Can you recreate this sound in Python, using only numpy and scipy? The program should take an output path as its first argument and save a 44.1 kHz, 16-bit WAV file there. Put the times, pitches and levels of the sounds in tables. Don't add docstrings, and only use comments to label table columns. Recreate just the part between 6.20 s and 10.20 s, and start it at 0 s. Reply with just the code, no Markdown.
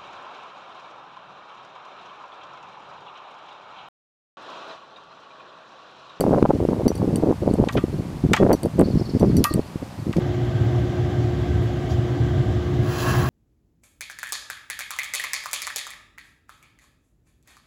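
import sys
import numpy as np
from scipy import signal
from scipy.fft import rfft, irfft
from scipy.io import wavfile
from scipy.ndimage import uniform_filter1d

SR = 44100
rng = np.random.default_rng(int(sys.argv[2]) if len(sys.argv) > 2 else 0)


def boost(x):
    u = np.asarray(x, float) / 20
    return 10 ** u


def transcribe(u):
    v = np.clip(np.atleast_2d(u).T, -1, 1)
    q = np.round(v * 32767).astype(np.int16)
    wavfile.write(sys.argv[1], SR, q)


N = 176400
TIME_S = np.arange(N) / SR


def rms_one(x):
    return x / np.sqrt(np.mean(x ** 2) + 1e-20)


def noise():
    return rng.standard_normal(N)


def band(x, low_hz, high_hz, order=2):
    edges_hz = [low_hz, min(high_hz, 0.45 * SR)]
    return signal.sosfilt(signal.butter(order, edges_hz, "band", fs=SR, output="sos"), x)


def clicks(s, gains):
    out = np.full(N, 1e-18)
    np.add.at(out, np.clip((np.asarray(s) * SR).astype(int), 0, N - 1), gains)
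    return out


def ring(x, hz, t60_s):
    r = boost(-60 / (t60_s * SR))
    w = 2 * np.pi * hz / SR
    return signal.lfilter([0, np.sin(w)], [1, -2 * r * np.cos(w), r * r], x)


def fade(x, t60_s):
    return signal.lfilter([1], [1, -boost(-60 / (t60_s * SR))], x)


def burst(envelope, low_hz, high_hz):
    return band(envelope * noise(), low_hz, high_hz, order=3) * np.sqrt(SR / 2 / (high_hz - low_hz))


# f/Hz, density/dB per Hz
HISS_SPECTRUM = [(88, -34), (150, -37), (549, 2.5), (898, 0.5), (1230, -3), (1310, -6), (11100, -22.5),
                 (15300, -29.5), (16500, -46)]


def hiss():
    level_db = -45
    hz = np.maximum(np.arange(N // 2 + 1) * SR / N, 1)
    at_hz, db = np.transpose(HISS_SPECTRUM)
    gain = boost(np.interp(np.log(hz), np.log(at_hz), db)) * (hz > 120)
    shaped = irfft(rfft(noise()) * gain, N)
    return boost(level_db) * shaped / np.std(band(shaped, 390, 16000))


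EDDY_SPAN = np.arange(-1500, 1501)


def eddy(hz, turns=0.5):
    t = EDDY_SPAN / SR * hz
    return np.sin(2 * np.pi * t + 0.5) * np.exp(-0.5 * (t / turns) ** 2)


def slap(hz):
    t = EDDY_SPAN / SR * hz
    return np.cos(2 * np.pi * t + 0.5) * np.exp(-1.5 * np.abs(t / 0.5) ** 1.49)


# t/s, peak/dB, f/Hz
PULLS = [(0.0074, -15, 265), (0.0404, -6, 565), (0.077, -9, 355), (0.2275, 4.9, 312), (0.2538, 0, 560),
         (0.3068, 0, 512), (0.669, 0, 277), (1.0368, -2.5, 353), (1.3128, -5, 252), (1.4009, -0.5, 262),
         (1.44, -7, 526), (1.6408, -3.5, 270), (2.1176, -6, 292), (2.203, -4.5, 382), (2.2125, -3, 333),
         (2.3504, -7, 267), (2.9513, -4.5, 227), (3.1859, -3.5, 225), (3.3941, -5, 310), (3.9739, -7, 203)]
# t/s, peak/dB, f/Hz
PUSHES = [(0.1226, -7, 463), (0.1374, 0.5, 513), (0.1622, -6.3, 435), (0.4276, -4.5, 330),
          (0.4522, -1.5, 365), (0.4933, -7.5, 280), (0.8293, -3.5, 270), (0.8788, -4.5, 280),
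          (1.0877, -2, 314), (1.1079, -0.5, 317), (1.278, 1.5, 400), (1.34, -2.5, 234), (1.4278, -5, 330),
          (1.5658, -4, 235), (2.0512, -2, 208), (2.242, -3, 283), (2.2562, -9, 393), (2.2691, -6, 361),
          (2.306, 2.3, 517), (2.326, -4.5, 334), (2.4516, -2.5, 302), (2.5913, 1.5, 316),
          (2.6034, 0.9, 365), (2.6144, 5.5, 386), (2.6328, 1, 239), (2.7573, -2.5, 225),
          (3.0207, -1.5, 155), (3.0306, 3.7, 400), (3.0425, 1, 294), (3.2061, -2, 250)]


def add_slaps(out):
    for sign, rows in ((-1.08, PULLS), (0.74, PUSHES)):
        for at_s, peak_db, hz in rows:
            span = EDDY_SPAN + int(at_s * SR)
            ok = (span >= 0) & (span < N)
            inside = span[ok]
            calm = 1 - 1.13 * np.exp(-((TIME_S[inside] - at_s) * hz * 1.1) ** 2)
            out[inside] = calm * out[inside] + sign * boost(peak_db) * slap(hz)[ok]
    return out


# centre t/s, length/s, level/dB, eddy f/Hz
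PUFFS = [(0.012, 0.022, -15, 350), (0.05, 0.0081, -28, 345), (0.122, 0.15, -17.5, 370),
         (0.243, 0.018, -15, 184), (0.256, 0.016, -20.5, 570), (0.303, 0.034, -18, 374),
         (0.348, 0.032, -20.5, 284), (0.415, 0.046, -20.5, 269), (0.491, 0.023, -16, 257),
         (0.527, 0.033, -21, 310), (0.629, 0.14, -25.5, 245), (0.668, 0.025, -16.5, 313),
         (0.708, 0.022, -24, 413), (0.762, 0.05, -30.5, 211), (0.824, 0.056, -21, 282),
         (0.883, 0.028, -18, 249), (0.946, 0.11, -22.5, 256), (1.038, 0.028, -20.5, 303),
         (1.091, 0.07, -19.5, 330), (1.23, 0.029, -23, 297), (1.283, 0.045, -20.5, 290),
         (1.345, 0.023, -18.5, 400), (1.409, 0.049, -16, 280), (1.472, 0.012, -21.5, 327),
         (1.569, 0.046, -18.5, 266), (1.644, 0.0089, -16, 480), (1.695, 0.031, -29, 202),
         (1.748, 0.042, -26, 176), (1.802, 0.031, -22.5, 194), (1.915, 0.15, -35.5, 213),
              (2.052, 0.031, -15.5, 200), (2.115, 0.052, -20, 206), (2.238, 0.069, -13, 293),
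              (2.316, 0.046, -11.5, 367), (2.455, 0.043, -22, 266), (2.56, 0.051, -27.5, 148),
              (2.613, 0.045, -9.5, 275), (2.685, 0.084, -23, 191), (2.76, 0.04, -16.5, 173),
              (2.81, 0.024, -17, 207), (2.888, 0.088, -31, 152), (2.956, 0.03, -15.5, 182),
              (3.029, 0.039, -8, 247), (3.086, 0.07, -18, 202), (3.178, 0.098, -16.5, 170),
              (3.315, 0.011, -21, 180), (3.353, 0.023, -18.5, 186), (3.386, 0.03, -22, 240),
              (3.561, 0.0068, -25.5, 194), (3.629, 0.016, -27, 228), (3.808, 0.046, -28, 139),
              (3.887, 0.048, -23.5, 228), (3.977, 0.027, -15, 225)]
# t/s, level/dB
BREEZE = [
    (0.0, -22.5),
    (1.43, -25),
    (4.0, -33),
]


def wind():
    breeze_hz, breeze_db, pitch_spread_oct, puff_edge = 150, -7, 0.74, 3.57
    eddies_per_s, eddy_size_db, eddy_ceiling = 560, 5, 0.62
    even_s, evenness = 0.012, 0.8
    rumble_db, rumble_hz = -22.5, (45, 70)
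    t = np.arange(0, N + 32, 32) / SR
    sizes_hz = np.geomspace(75, 1100, 7)

    def share(hz):
        weight = np.exp(-(np.log2(sizes_hz[:, None] / hz) / pitch_spread_oct) ** 2)
        return weight / weight.sum()

    s, db = np.transpose(BREEZE)
    power = share(breeze_hz) * boost(2 * (np.interp(t, s, db) + breeze_db))
    for at_s, length_s, level_db, hz in PUFFS:
        shape = np.exp(-1.4 * np.abs(2 * (t - at_s) / length_s) ** puff_edge)
        power = power + share(hz) * boost(2 * level_db + 6) * shape

    strength = boost(eddy_size_db * np.minimum(rng.exponential(1, N), 4))
    born = (rng.random(N) < eddies_per_s / SR) * strength * rng.choice([-1, 1], N)
    dealt = rng.integers(0, 7, N)
    out = np.zeros(N)
    for k, hz in enumerate(sizes_hz):
        near = (np.abs(dealt - k) < 2) * born
        envelope = np.interp(TIME_S, t, np.sqrt(power[k]))
        out += envelope * rms_one(signal.fftconvolve(near, eddy(hz), "same"))

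    level = np.interp(TIME_S, t, np.sqrt(power.sum(axis=0)))
    width = int(even_s * SR)
    local = uniform_filter1d(uniform_filter1d((out / level) ** 2, width), width)
    out = out / (np.abs(local) + 0.017) ** (evenness / 2)
    out = eddy_ceiling * np.tanh(out / eddy_ceiling)

    swell = np.sqrt(np.abs(uniform_filter1d(level ** 2, int(0.056 * SR))))
    out = out + boost(rumble_db) * swell * rms_one(band(noise(), *rumble_hz, order=1))
    return add_slaps(out)


# f/Hz, level/dB, t60/s
SNAP = [(8260, -0.5, 0.0072), (8800, -2, 0.0036), (9370, -4.5, 0.0049), (10750, -3.5, 0.0044),
        (11700, -7, 0.0071), (12700, -22, 0.0087), (13700, -23, 0.0031), (15500, -20, .004)]


def pawl_snap(s, db, tilt_db):
    luck_db = rng.normal(0, 2.0, (len(s), len(SNAP)))
    out = np.zeros(N)
    for k, (hz, level_db, t60_s) in enumerate(SNAP):
        onset_s = s + 0.0003 * luck_db[:, k - 1] / 3
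        mode_db = db + level_db + tilt_db * np.log2(hz / 9000) + luck_db[:, k]
        out += ring(clicks(onset_s, boost(mode_db)), hz, t60_s)
    return band(out, 6700, 22000) + ring(clicks(s, boost(db - 8)), 3030, 0.0069)


# f/Hz, level/dB, t60/s
RINGS = [(4580, 2.5, 0.039), (4540, -18, 0.013), (5884, -16, 0.036), (2050, -6, 0.025)]


def small_parts(s, db):
    lag_s = 0.00115
    return sum(ring(clicks(s + lag_s, boost(db + level_db)), hz, t60_s) for hz, level_db, t60_s in RINGS)


# t/s, snap/dB, ring/dB rel., brightness/dB
# per octave, tail/dB rel.
TICKS = [(0.0072, -12.5, -18.5, 6, -4.5), (0.68, -17.5, -9, 13, -2), (0.7543, -26.5, -16, 4, -3),
         (0.778, -32.5, -11, 3, -3), (0.9585, -14, -24, -17, -8), (1.338, -25.5, -21, -19, -5),
         (2.3298, -17.5, -10.5, 21, 1), (2.4326, -20, -17.5, 5, -7), (2.4562, -31, -16, 8, -5),
         (2.5936, -18.5, -23.5, -19, -5), (2.61, -21, -32, -14, -8), (2.9967, -22.5, -17.5, -16, -4),
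         (3.0298, -36, -30, -4, -12), (3.1678, -17.5, -15, -4, 0), (3.339, -14.5, -21, 1, -10)]


def ticks():
    snap_db, tail_level_db, tail_t60_s, tail_hz = -6, -19.5, 0.091, (7200, 13500)
    s, db, ring_db, tilt_db, tail_db = np.transpose(TICKS)
    tail = fade(clicks(s, boost(db + tail_level_db + tail_db)), tail_t60_s)
    out = pawl_snap(s, db + snap_db, tilt_db)
    out += tail * rms_one(band(noise(), *tail_hz))
    return out + small_parts(s, db + ring_db)


# t/s, level/dB
PINGS = [
    (0.0105, -45),
    (0.6812, -26),
    (0.7575, -46),
    (0.959, -46),
    (2.3305, -30),
    (2.434, -49),
    (3.0, -42),
    (3.1674, -33),
]


def pings():
    s, db = np.transpose(PINGS)
    return ring(clicks(s, boost(db)), 5884, 0.075)


# f/Hz, level/dB, t60/s
FRAME = [(1040, 10, 0.048), (1162, 6, 0.17), (1218, 3.5, 0.24), (1370, 2, 0.15), (1600, -3, 0.14),
         (1886, -4.5, 0.13), (1880, 0, 0.27), (2430, -16, 0.1), (2625, -2.5, 0.13), (3370, -5, 0.15),
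         (3520, -31, .08)]


def frame_ring(s, db):
    lag_s, shake_db, shake_t60_s = 0.00408, -23.5, 0.042
    shake = fade(clicks(s + lag_s, boost(db + shake_db)), shake_t60_s)
    return sum(boost(level_db) * ring(shake * noise(), hz, t60_s) for hz, level_db, t60_s in FRAME)


# f/Hz, level/dB, t60/s
LEVER = [(895, -4.5, .03), (1160, 3, 0.011), (1347, -10.5, 0.051), (1560, -2, 0.012), (1906, -4, 0.027),
         (2270, -10, 0.019), (2420, -11.5, 0.017), (3090, -13, 0.023)]


def lever_rattle(s, db):
    lag_s, rattle_db, rattle_t60_s = 0.0045, -19, 0.039
    rattle = boost(rattle_db) * fade(clicks(s + lag_s, boost(db)), rattle_t60_s)
    return sum(boost(level_db) * ring(rattle * noise(), hz, t60_s) for hz, level_db, t60_s in LEVER)


def board_thud(s, db):
    hit = clicks(s, boost(db))
    thud = boost(-5) * burst(fade(hit, 0.063), 700, 3000)
    knock = boost(-1.5) * burst(fade(hit, 0.014), 1300, 3540)
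    room = boost(-21) * burst(fade(hit, 0.17), 900, 3600)
    return thud + knock + room


# low f/Hz, high f/Hz
CRACK_BANDS = [(3300, 7540), (9400, 14200)]


def cracks(s, crack_db):
    t60_s, tail_db, tail_t60_s = (0.016, 0.009), (-21.5, -21), (0.2, 0.14)
    out = np.zeros(N)
    for k, edges_hz in enumerate(CRACK_BANDS):
        hit = clicks(s, boost(crack_db[k] - 11.5))
        envelope = fade(hit, t60_s[k]) + boost(tail_db[k]) * fade(hit, tail_t60_s[k])
        out += burst(envelope, *edges_hz)
    return out


# t/s, board/dB, frame
# ring/dB, middle crack/dB, bright crack/dB
CLACKS = [(1.487, -24, -41, -23, -52), (1.5255, -70, -80, -30, -30), (1.5313, -70, -80, -25, -32),
          (1.541, -70, -80, -42, -26), (1.5678, -32, -70, -40, -68), (1.5723, -24.5, -40, -38, -55),
          (2.1337, -10, -39, -4, -15), (2.1644, -20, -34.5, -18, -28), (2.613, -52, -70, -50, -54),
          (3.1115, -39.5, -70, -37, -65), (3.2409, -20, -25.5, -4.5, 3), (3.929, -33.5, -53, -25.5, -34),
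          (3.967, -39, -60, -24.5, -35)]


def clacks():
    s, board_db, frame_db, *crack_db = np.transpose(CLACKS)
    return cracks(s, crack_db) + board_thud(s, board_db) + lever_rattle(s, board_db) + frame_ring(s, frame_db)


def drift(rate_hz):
    r = np.exp(-2 * np.pi * rate_hz / SR)
    settle = 9000
    return rms_one(signal.lfilter([1], [1, -2 * r, r * r], rng.standard_normal(N + settle))[settle:])


# t/s, level/dB
WARBLE = [
    (2.6, -63),
    (2.64, -49),
    (2.85, -49),
    (3.05, -51.5),
    (3.16, -51.5),
    (3.32, -47.5),
    (3.42, -62),
]


def warble():
    flutter_db, drop_db = 6, 4
    s, db = np.transpose(WARBLE)
    edges_hz = np.geomspace(4160, 6050, 5)
    blur = np.zeros(N)
    for k, (low_hz, high_hz) in enumerate(zip(edges_hz, edges_hz[1:])):
        flutter = boost(flutter_db * drift(25.0) - drop_db * k)
        blur += flutter * rms_one(band(noise(), low_hz, high_hz))
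    return boost(np.interp(TIME_S, s, db)) * rms_one(blur)


def scene():
    return (hiss() + wind() + ticks() + pings() + clacks() + warble())[None]


def roll_off(x):
    return signal.sosfilt(signal.butter(12, 16650, fs=SR, output="sos"), x)


def record(dry):
    duck_ratio, duck_from_db, recover_db_per_s, cutoff_hz = 0.96, -4, 136, 16650
    ramp_db = recover_db_per_s * TIME_S
    over_db = np.clip(20 * np.log10(np.abs(dry[0]) + 1e-9) - duck_from_db, 0, 6) * duck_ratio
    held_db = np.maximum.accumulate(over_db + ramp_db) - ramp_db
    duck_db = signal.lfilter([0.008], [1, -0.992], held_db)
    clipped = np.clip(dry * boost(-duck_db), -1, 1)
    mix = signal.sosfilt(signal.cheby2(12, 60, cutoff_hz, fs=SR, output="sos"), clipped)
    return roll_off(mix)


dry = scene()
out = record(dry)
transcribe(out)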